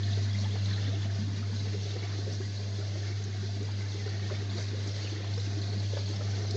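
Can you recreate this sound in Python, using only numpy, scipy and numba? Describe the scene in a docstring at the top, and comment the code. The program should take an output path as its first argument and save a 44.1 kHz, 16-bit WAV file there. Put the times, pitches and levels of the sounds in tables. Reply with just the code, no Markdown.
"""Filter pump bubbling in an indoor tub

A pump under water hums at twice the mains rate, over a faint room rumble. Its outflow drags air under:
big bubbles gurgle, small ones fizz, pop and spit, and the air in the tub colours the steady churning.
The water echoes off the walls, and the echoes shift as a phone drifts above the surface."""
import sys
import numpy as np
from scipy import signal
from scipy.fft import rfft, irfft
from scipy.io import wavfile
from scipy.ndimage import uniform_filter1d
from numba import njit

SR = 44100
rng = np.random.default_rng(int(sys.argv[2]) if len(sys.argv) > 2 else 0)


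def transcribe(u):
    """Save the signal u as a 16-bit wav file named by the first command-line argument.

    u: samples, shape (n,) or (channels, n), limited to [-1, 1]; the rate is SR.
    q: integer samples, one column per channel.
    """
    v = np.clip(np.atleast_2d(u).T, -1, 1)
    q = np.round(v * 32767).astype(np.int16)
    wavfile.write(sys.argv[1], SR, q)


N = 289296

# How loud the pump hums. Each row: time in seconds, level in dB.
HUM_LEVELS = [(0.0, -28.5), (0.03, -28), (0.56, -29.5), (0.66, -28), (1.42, -32.5), (1.64, -32),
              (1.95, -34), (2.19, -32), (2.56, -33.5), (5.02, -32.5), (5.22, -35), (5.32, -30.5),
              (5.44, -32.5), (5.75, -31), (6.21, -33), (6.28, -30.5), (6.52, -31), (6.56, -31)]


def undb(db):
    """Turn decibels into a number to multiply by."""
    return 10 ** (np.asarray(db) / 20)


def unit(x):
    """Scale a sound to an average power of 1."""
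    return x / np.sqrt(np.mean(x ** 2))


def along(table):
    """Join a table's rows with straight lines: one curve for each column after the time."""
    times, *columns = np.transpose(table)
    return [np.interp(np.arange(N) / SR, times, column) for column in columns]


def wander(per_second):
    """A smooth random wobble, mostly between -1 and 1."""
    hold = int(SR / per_second)
    steps = np.repeat(rng.standard_normal(N // hold + 1), hold)
    return 1.35 * uniform_filter1d(uniform_filter1d(steps, hold), hold)[:N]


def band_noise(edges_hz):
    """Steady noise between a low and a high frequency."""
    bandpass = signal.butter(2, edges_hz, "band", fs=SR, output="sos")
    return unit(signal.sosfilt(bandpass, rng.standard_normal(N)))


def bursts(table, edges_hz, rise_s):
    """Short puffs of noise at the times and levels of a table."""
    times, db = np.transpose(table)
    hits = np.zeros(N)
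    hits[(times * SR).astype(int)] = undb(db)
    age = np.arange(SR // 10) / SR / rise_s
    puff = np.e * age * np.exp(-age)
    return signal.fftconvolve(hits, puff)[:N] * band_noise(edges_hz)


@njit
def ring(length, start, size, cycles_per_sample, swell, rise):
    """Each bubble swells, then fades more slowly; its pitch climbs as it nears the surface."""
    out = np.zeros(length)
    for k in range(len(start)):
        phase = 0.
        for j in range(min(int(9 * swell[k]), length - start[k])):
            age = j / swell[k]  # 1 at the loudest moment
            phase += cycles_per_sample[k] * (1 + rise * (age - 1) / 2)
            out[start[k] + j] += size[k] * age * np.exp(1 - age) * np.sin(2 * np.pi * phase)
    return out


def bubbles(times, db, hz, cycles, rise):
    """Ringing bubbles; each time falls partway up the swell, and rise sets how fast the pitch climbs."""
    swell = np.maximum(cycles, 1.) * SR / hz / 2.45  # a ring stays within 6 dB for 2.45 swell times
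    start = np.clip((times * SR - .6 * swell).astype(np.int64), 0, N - 1)
    return ring(N, start, undb(db), hz / SR, swell, rise)


def clusters(times, db, hz, cycles, rise, pitch_spread, follower_db=-10, trail_rings=1.212):
    """A bubble seldom comes alone: two weaker ones of nearly its size follow and roughen its ring."""
    out = bubbles(times, db, hz, cycles, rise)
    lags, detunes = rng.random((len(times), 2, 2)).T
    for lag, detune in zip(lags, detunes):
        later = times + trail_rings * lag * cycles / hz
        nearby_hz = hz * (1 + pitch_spread * (detune - .5))
        out += bubbles(later, db + follower_db, nearby_hz, cycles, rise)
    return out


def room_rumble():
    """Faint low noise of the room under the hum."""
    # Bands of rumble. Each row: frequency in Hz, level in dB.
    bands = [(35, -69), (82, -55.5)]
    return sum(band_noise([hz / 1.06, hz * 1.4]) * undb(db) for hz, db in bands)


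def pump(hum_hz=100.11):
    """The motor's magnetic pull shakes the tub twice per mains cycle; a weak overtone rides on top."""
    phase = 2 * np.pi * hum_hz * np.arange(N) / SR + 0.21 * wander(6.6)
    overtone = undb(-25 + 2.5 * wander(8.3)) * np.cos(2 * phase + 1.2)
    level_db = along(HUM_LEVELS)[0] + 0.57 * wander(12)
    return np.sqrt(2) * undb(level_db) * (np.cos(phase) + overtone)


def tub_colour(x, low_hz, high_hz):
    """Keep one band of a sound, shaped by the water's tone and the ringing air in the tub."""
    # The tone of churning water. Each row: frequency in Hz, relative level in dB.
    water_tone = [(71, -24), (120, -13.5), (151, -13), (193, -12.5), (261, -17), (406, -20.5), (538, -21.5),
                  (701, -26), (946, -37.5), (2090, -38.5), (2930, -41.5), (4390, -37.5), (6590, -40.5),
                  (8150, -63.5), (10600, -97), (17900, -120)]
    # Pitches at which the tub's air rings. 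Each row: frequency in Hz, width in Hz, boost in dB.
    resonances = [(198.8, 15, 3.5), (317, 41, 5.5), (404.7, 32, 8.5), (690, 63, 6.5), (876, 61, 6.5),
                  (1008, 44, 4), (1554, 100, 4), (1754, 32, 6), (1950, 560, 3), (2143, 90, 4),
                  (2580, 550, 0.5), (2685, 82, 4), (3420, 380, 2.5), (4230, 980, 5), (4850, 250, 2)]
    hz = np.maximum(np.arange(N // 2 + 1) * SR / N, 1)
    water_hz, water_db = np.transpose(water_tone)
    db = np.interp(np.log(hz), np.log(water_hz), water_db)
    db += sum(boost / (1 + (2 * (hz - centre) / width) ** 2) for centre, width, boost in resonances)
    soft_edges = 1 / np.sqrt((1 + (low_hz / hz) ** 8) * (1 + (hz / high_hz) ** 8))
    return irfft(rfft(x) * undb(db) * soft_edges, N)


def churn(low_hz, high_hz, count, cycles, spread_db, over_blur_db, flicker_db, surge):
    """One band of bubbles, scattered at random over the blur of countless fainter ones."""
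    when, pitch, length = rng.random((count, 3)).T
    db = spread_db * np.clip(rng.standard_normal(count), -2, 2)
    hz = low_hz * (high_hz / low_hz) ** pitch
    rings = bubbles(when * N / SR, db, hz, cycles * (.5 + length), rise=.05)
    blur = rng.standard_normal(N) * undb(flicker_db * wander(18))
    blur_in_band = np.sqrt(2 * (high_hz - low_hz) / SR)
    water = blur + undb(over_blur_db) * blur_in_band * unit(rings)
    return tub_colour(water * surge, low_hz, high_hz)


def outflow():
    """The outflow drags air under as five sizes of bubble, which surge together and slowly swell."""
    # Bubble sizes, big to small. Each row: lowest and highest pitch in Hz, bubbles per band, typical
    # cycles of ringing, spread of levels in dB, level over the blur in dB, flicker of the blur in dB.
    sizes = [(116, 260, 170, 4.3, 0, -2.5, -1), (262.5, 992, 260, 6.16, 0.5, -7.5, 1.5),
             (999.5, 2700, 500, 20, 1, -1.5, 1.17), (2719, 3900, 700, 25, -0.5, 8, 1.4),
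             (3870, 9500, 1100, 25, 4, -2.5, 1.5)]
    # Swells of fizz. Each row: time in seconds, level of the finest and of the middle bubbles in dB.
    fizz = [(0.0, -49.5, -53.5), (0.36, -49.5, -52), (0.4, -44.5, -54), (0.46, -50, -49.5),
            (0.51, -49.5, -54.5), (0.58, -50, -51), (0.64, -50, -56), (0.71, -48.5, -49),
            (0.91, -52, -55.5), (1.3, -50.5, -53), (1.5, -49.5, -52.5), (1.6, -48, -54.5),
            (1.7, -51.5, -53), (1.85, -48.5, -57), (2.02, -50.5, -54), (2.14, -50.5, -47.5),
            (2.17, -50, -54.5), (2.89, -49, -55.5), (3.07, -50.5, -53.5), (3.2, -51, -54),
            (4.31, -49.5, -53.5), (4.48, -54, -56), (4.58, -45, -50.5), (4.69, -47, -52.5),
            (4.77, -49, -51.5), (5.11, -45, -53), (5.19, -51, -56), (5.6, -49, -53), (5.9, -47.5, -56),
            (6.15, -48, -56), (6.41, -49.5, -53), (6.52, -47.5, -58.5), (6.56, -46, -53)]
    # Swells of fine bubbles. 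Each row: time in seconds, level in dB.
    trickle = [(0.0, -55.5), (0.13, -49.5), (0.18, -54.5), (0.86, -51), (1.09, -53), (1.75, -55.5),
               (1.9, -48), (1.97, -52.5), (2.36, -55), (4.2, -55), (4.31, -52), (4.79, -54), (5.11, -51.5),
               (5.15, -50), (5.52, -55.5), (5.94, -52), (6.52, -55.5), (6.56, -57)]
    # Swells of large bubbles. Each row: time in seconds, level in dB.
    large = [(0.0, -52), (0.38, -52), (0.62, -49.5), (1.26, -51.5), (1.84, -49.5), (2.01, -51),
             (2.98, -48.5), (3.2, -52.5), (3.38, -53), (3.54, -49.5), (4.79, -50), (5.04, -48.5),
             (5.37, -51), (5.63, -48), (6.27, -48), (6.56, -45.5)]
    # How loud each size is. Each row: average level in dB, the shares it takes of the hum, finest,
    # middle, fine and large swells, and its change in dB as the phone drifts to the outflow.
    loudness = [(-48, 0.4, .05, 0.045, .03, .1, -1.8), (-49.5, 0.04, 0.059, 0.12, 0.027, .9, .5),
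                (-52.5, 0.054, 0.046, 0.77, .12, .05, 0.7), (-53.5, 0.1, 0.09, .05, 1, .03, -0.6),
                (-49, 0.067, 0.75, .05, .06, .03, -0.2)]
    surge = undb(0.74 * wander(40))
    drift = np.arange(N) / N
    curves = along(HUM_LEVELS) + along(fizz) + along(trickle) + along(large) + [drift]
    swells = np.array([curve - curve.mean() for curve in curves])  # only the ups and downs count
    out = np.zeros(N)
    for (low_hz, high_hz, count, *texture), (db, *shares) in zip(sizes, loudness):
        edges = np.geomspace(low_hz, high_hz, num=4)  # three bands for each size
        water = sum(churn(low, high, int(count), *texture, surge) for low, high in zip(edges, edges[1:]))
        out += unit(water) * undb(db + np.array(shares) @ swells)
    return out


def spray():
    """Bursting bubbles spit spray in tiny, bright ticks."""
    # Spits of spray. Each row: start in seconds, level in dB.
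    spits = [(0.54, -57), (0.659, -50), (2.33, -51), (3.24, -50), (4.875, -55), (4.915, -58), (5.38, -58),
             (5.965, -57), (6.09, -60), (6.449, -55), (6.508, -44.5)]
    return bursts(spits, edges_hz=(3600, 7000), rise_s=.0013)


def singing_bubbles():
    """Small bubbles that sing on a little longer in the air of the tub."""
    # Each row: time in seconds, peak level in dB, pitch in Hz, milliseconds within 6 dB of the peak.
    long_rings = [(0.018, -49, 1750, 13.5), (0.04, -43, 4260, 15), (0.068, -46, 4100, 12),
                  (0.162, -50, 2040, 15), (0.297, -45.5, 2050, 12), (0.309, -46, 3360, 13.5),
                  (0.338, -43.5, 3320, 12.5), (0.452, -49, 1750, 21), (0.545, -49, 1808, 18.5),
                  (0.59, -48, 3920, 13.5), (0.738, -48, 3300, 15), (0.808, -45, 3500, 12.5),
                  (0.832, -48, 3480, 11), (0.879, -51, 1640, 13), (2.43, -48, 1880, 11.5),
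                  (2.45, -50, 2050, 12.5), (3.033, -49, 1733, 19), (3.07, -48, 2130, 20),
                  (3.33, -49, 2136, 13.5), (3.81, -47, 2050, 15), (3.826, -49, 1530, 11.5),
                  (3.84, -52, 2040, 15), (4.06, -54, 1900, 12), (4.105, -51, 1810, 14.5),
                  (4.155, -51, 1540, 14), (4.22, -49, 1860, 11.5), (3.86, -49, 1740, 17),
                  (4.263, -51, 1835, 18.5), (4.35, -46, 3560, 17.5), (4.571, -45, 3830, 11),
                  (4.575, -49, 4160, 16), (4.968, -52, 1835, 30.5), (5.048, -48, 2920, 17),
                  (5.121, -48, 4660, 13), (5.221, -50, 1930, 11.5), (5.224, -48, 2410, 10),
                  (5.341, -50, 3600, 14), (5.726, -39, 4300, 10), (6.128, -47, 4460, 10.5),
                  (6.333, -47.5, 1530, 13.5), (6.362, -47, 3300, 13), (6.408, -48, 3980, 11.5)]
    times, db, hz, ms = np.transpose(long_rings)
    return clusters(times, db, hz, ms * hz / 1000, rise=0.02, pitch_spread=.15)


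def pops():
    """Small bubbles pop in loose clusters; the higher ones ring for more cycles."""
    # Each row: time in seconds, peak level in dB, pitch in Hz.
    small_bubbles = [(0.033, -37.5, 3520), (0.033, -39, 3940), (0.08, -41.5, 1750), (0.129, -36, 3900),
                     (0.132, -37, 3600), (0.349, -38.5, 2034), (0.243, -37, 4200), (0.332, -41, 5070),
                     (0.388, -33, 4140), (0.412, -40, 5530), (0.444, -37.5, 3325), (0.509, -42, 3260),
                     (0.459, -46, 2020), (0.643, -43, 4000), (0.657, -39, 3570), (0.658, -37, 4040),
                     (0.69, -44, 3540), (0.699, -40, 4180), (0.709, -42, 4300), (0.715, -44, 3750),
                     (0.744, -41, 3960), (0.732, -45, 1600), (0.868, -45, 1900), (0.879, -51, 1695),
                     (0.893, -42, 4330), (0.957, -43.5, 2780), (0.71, -44, 1830), (0.73, -35.5, 4060),
                     (0.737, -36.5, 3890), (0.761, -36, 4130), (0.779, -44, 1790), (0.864, -38, 3500),
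                     (0.893, -39, 3560), (0.93, -41, 3800), (1.021, -42, 3460), (1.101, -43, 1680),
                     (1.428, -40, 1270), (1.563, -39, 4080), (1.594, -37.5, 3950), (1.833, -39, 5600),
                     (1.909, -39, 3730), (1.989, -41, 4600), (2.03, -39, 2160), (2.325, -41, 5470),
                     (2.334, -42, 5760), (2.35, -43, 5550), (2.418, -44, 1680), (2.815, -47, 1470),
                     (2.576, -37.5, 4250), (3.031, -50, 1750), (3.125, -45, 2140), (3.24, -40.5, 6240),
                     (3.722, -41, 4760), (3.809, -41, 2100), (3.921, -40, 3700), (4.01, -49, 2060),
                     (4.078, -47, 1490), (4.125, -49, 1920), (4.195, -45, 1900), (4.091, -39, 4560),
                     (4.136, -44, 1730), (4.301, -46, 1380), (4.348, -41.5, 2180), (4.496, -41, 3680),
                     (4.582, -37, 4540), (4.683, -41, 4000), (4.686, -43, 4500), (4.614, -41, 2070),
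                     (4.874, -40.5, 6360), (4.88, -41, 4830), (4.915, -39, 5430), (5.028, -45, 4660),
                     (5.074, -40, 2450), (5.074, -43, 2700), (5.095, -47, 3000), (5.162, -44, 1900),
                     (5.338, -37, 4330), (5.379, -39.5, 5200), (5.401, -35, 4020), (5.462, -45, 2720),
                     (5.617, -36, 4160), (5.62, -40, 4440), (5.673, -38.5, 4240), (5.641, -42, 4160),
                     (5.704, -44, 4100), (5.799, -37, 4430), (5.861, -42, 3283), (5.89, -48, 3240),
                     (5.952, -40, 3380), (5.97, -43, 1630), (5.989, -38, 4570), (6.06, -38, 4420),
                     (6.09, -42, 6320), (6.111, -38, 4140), (6.164, -39, 5300), (6.208, -44, 1264),
                     (6.353, -38, 4020), (6.469, -42.5, 5940), (6.458, -40, 4070), (6.509, -35, 4330),
                     (6.509, -35, 4820), (6.509, -40, 5620)]
    times, db, hz = np.transpose(small_bubbles)
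    cycles = 7 + 1.7 * hz / 1000
    return clusters(times, db, hz, cycles, rise=0.03, pitch_spread=.2, follower_db=-7, trail_rings=2)


def gurgles():
    """Big bubbles ring low; the surface slaps shut over some with a short, wet burst."""
    # Each row: time in seconds, peak level in dB, pitch in Hz, cycles within 6 dB of the peak.
    big_bubbles = [(0.12, -49, 690, 20), (0.28, -55, 680, 8), (0.387, -46.5, 623, 9),
                   (0.43, -44.5, 690, 14.5), (0.175, -34, 424, 3), (0.186, -41.5, 644, 8.5),
                   (0.454, -43, 830, 8), (0.542, -38, 424, 10), (0.556, -37, 680, 3.5),
                   (0.22, -41, 200, 6.5), (0.35, -43, 200, 6.5), (0.42, -35, 205, 7), (0.663, -34, 200, 7),
                   (0.779, -38.5, 215, 4), (0.824, -35, 217, 3), (0.877, -36, 262, 4.5),
                   (0.888, -44.5, 478, 10.5), (0.931, -45, 660, 13), (0.955, -40.5, 292, 7),
                   (1.055, -35, 213, 3.5), (1.058, -43, 664, 7), (1.12, -49, 667, 12),
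                   (1.13, -41, 196, 5.5), (1.163, -46, 640, 7.5), (1.19, -32.5, 199, 6.5),
                   (1.276, -37.5, 277, 4), (1.314, -41.5, 207, 5), (1.375, -37.5, 205, 7),
                   (1.498, -40, 420, 3.5), (1.526, -35, 219, 3.5), (1.641, -40, 410, 9.5),
                   (1.66, -46, 680, 7.5), (1.705, -40.5, 215, 7), (1.607, -40, 268, 3.5),
                   (1.693, -48, 690, 8.5), (1.736, -37, 380, 6), (1.746, -36, 420, 6),
                   (1.815, -46, 402, 6.5), (1.768, -40.5, 194.6, 10), (1.856, -44, 397, 6.5),
                   (1.94, -40.5, 397, 6), (1.958, -35.5, 465, 5), (1.962, -36, 351, 6),
                   (2.036, -42, 382, 5.5), (1.959, -45, 700, 6), (2.046, -42, 680, 8.5),
                   (2.193, -48, 273, 5.5), (2.19, -45, 396, 13.5), (2.27, -39, 516, 9.5),
                   (2.276, -38.5, 414, 7.5), (2.598, -47, 415, 12.5), (2.403, -36.5, 360, 4),
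                   (2.788, -36, 364, 4.5), (2.796, -46, 442, 4.5), (2.802, -43, 620, 3.5),
                   (2.826, -44, 607, 5), (2.957, -44.5, 612, 7.5), (2.972, -37.5, 355, 3.5),
                   (3.102, -40, 352, 4.5), (3.348, -48, 690, 7.5), (3.39, -43.5, 203, 14),
                   (3.2, -42, 408, 5), (3.26, -44.5, 400, 6.5), (3.345, -43.5, 350, 4.5),
                   (3.43, -42, 377, 7), (3.491, -43, 663, 5.5), (3.606, -43, 257, 5.5),
                   (3.613, -37.5, 404, 13), (3.69, -43, 846, 5), (3.787, -42, 338, 6.5),
                   (3.945, -35.5, 351, 4), (4.064, -34, 400, 5), (4.066, -49, 522, 9),
                   (4.165, -47, 364, 7.5), (4.297, -44, 1040, 9), (4.31, -37.5, 580, 7.5),
                   (4.325, -40, 587, 7.5), (4.315, -35.5, 402, 5.5), (4.425, -40.5, 387, 3),
                   (4.55, -38, 330, 6.5), (4.579, -42, 478, 6), (4.584, -45, 600, 14.5),
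                   (4.745, -41, 500, 6.5), (4.91, -46.5, 497, 13.5), (5.044, -46, 490, 7.5),
                   (5.13, -41, 398, 6), (5.235, -45, 689, 8), (4.734, -35.5, 393, 5), (4.784, -40, 410, 4),
                   (4.862, -35, 360, 3.5), (5.045, -39, 374, 3), (5.12, -38.5, 310, 5.5),
                   (5.164, -42, 318, 9), (5.206, -39, 493, 4), (5.244, -40, 900, 3),
                   (5.377, -36.5, 454, 4.5), (5.474, -38.5, 297, 5.5), (5.575, -35, 301, 7.5),
                   (5.732, -41.5, 417, 10), (5.926, -39, 480, 0.5), (5.935, -29.5, 430, 1.5),
                   (5.9695, -29.5, 545, 2.5), (6.016, -42.5, 251, 5), (6.092, -35, 225, 3),
                   (6.145, -39, 193, 4.5), (5.77, -44, 202, 11), (6.1, -36, 307, 4), (6.13, -47, 710, 11),
                   (6.21, -39.5, 573, 5.5), (6.386, -37, 397, 10), (6.414, -37, 420, 2),
                   (6.4495, -34.5, 670, 1.5), (6.486, -39, 177, 4), (6.518, -42, 247, 10),
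                   (6.546, -32, 403, 8.5)]
    # The surface slapping shut. Each row: start in seconds, level in dB.
    slaps = [(0.175, -53), (0.453, -60), (0.558, -48), (0.877, -53), (1.527, -51), (1.959, -51.5),
             (2.403, -52), (2.826, -53), (3.69, -60), (4.194, -50), (4.3, -51), (4.579, -53), (5.243, -52),
             (5.377, -52.5), (5.969, -43.5), (6.13, -51), (6.209, -47), (6.271, -54), (6.386, -59),
             (6.448, -53)]
    rings = clusters(*np.transpose(big_bubbles), rise=0.07, pitch_spread=.4)
    return rings + bursts(slaps, edges_hz=(595, 1780), rise_s=0.0056)


def wall_echoes(x, fade_s=.14, echo_db=-9, turns=6):
    """Echoes from tub and room walls smear the water; the phone drifts between two echo patterns."""
    t = np.arange(SR // 3) / SR
    tails = rng.standard_normal((2, len(t))) * undb(-60 * t / fade_s)
    here, there = (signal.fftconvolve(x, tail / np.sqrt(np.sum(tail ** 2)))[:N] for tail in tails)
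    angle = 2 * np.pi * turns * np.arange(N) / N
    echoes = np.cos(angle) * here + np.sin(angle) * there
    return (x + undb(echo_db) * echoes) / np.sqrt(1 + undb(2 * echo_db))


def scene():
    """Hum, echoing water and room rumble, mixed into one channel."""
    hum = pump()
    water = outflow() + gurgles() + pops() + singing_bubbles() + spray()
    return (hum + wall_echoes(water) + room_rumble())[None]


def record(dry):
    """The phone steeply cuts the highest treble."""
    top_hz = 8150
    return signal.sosfilt(signal.ellip(8, .5, 70, top_hz, fs=SR, output="sos"), dry)


dry = scene()
out = record(dry)
transcribe(out)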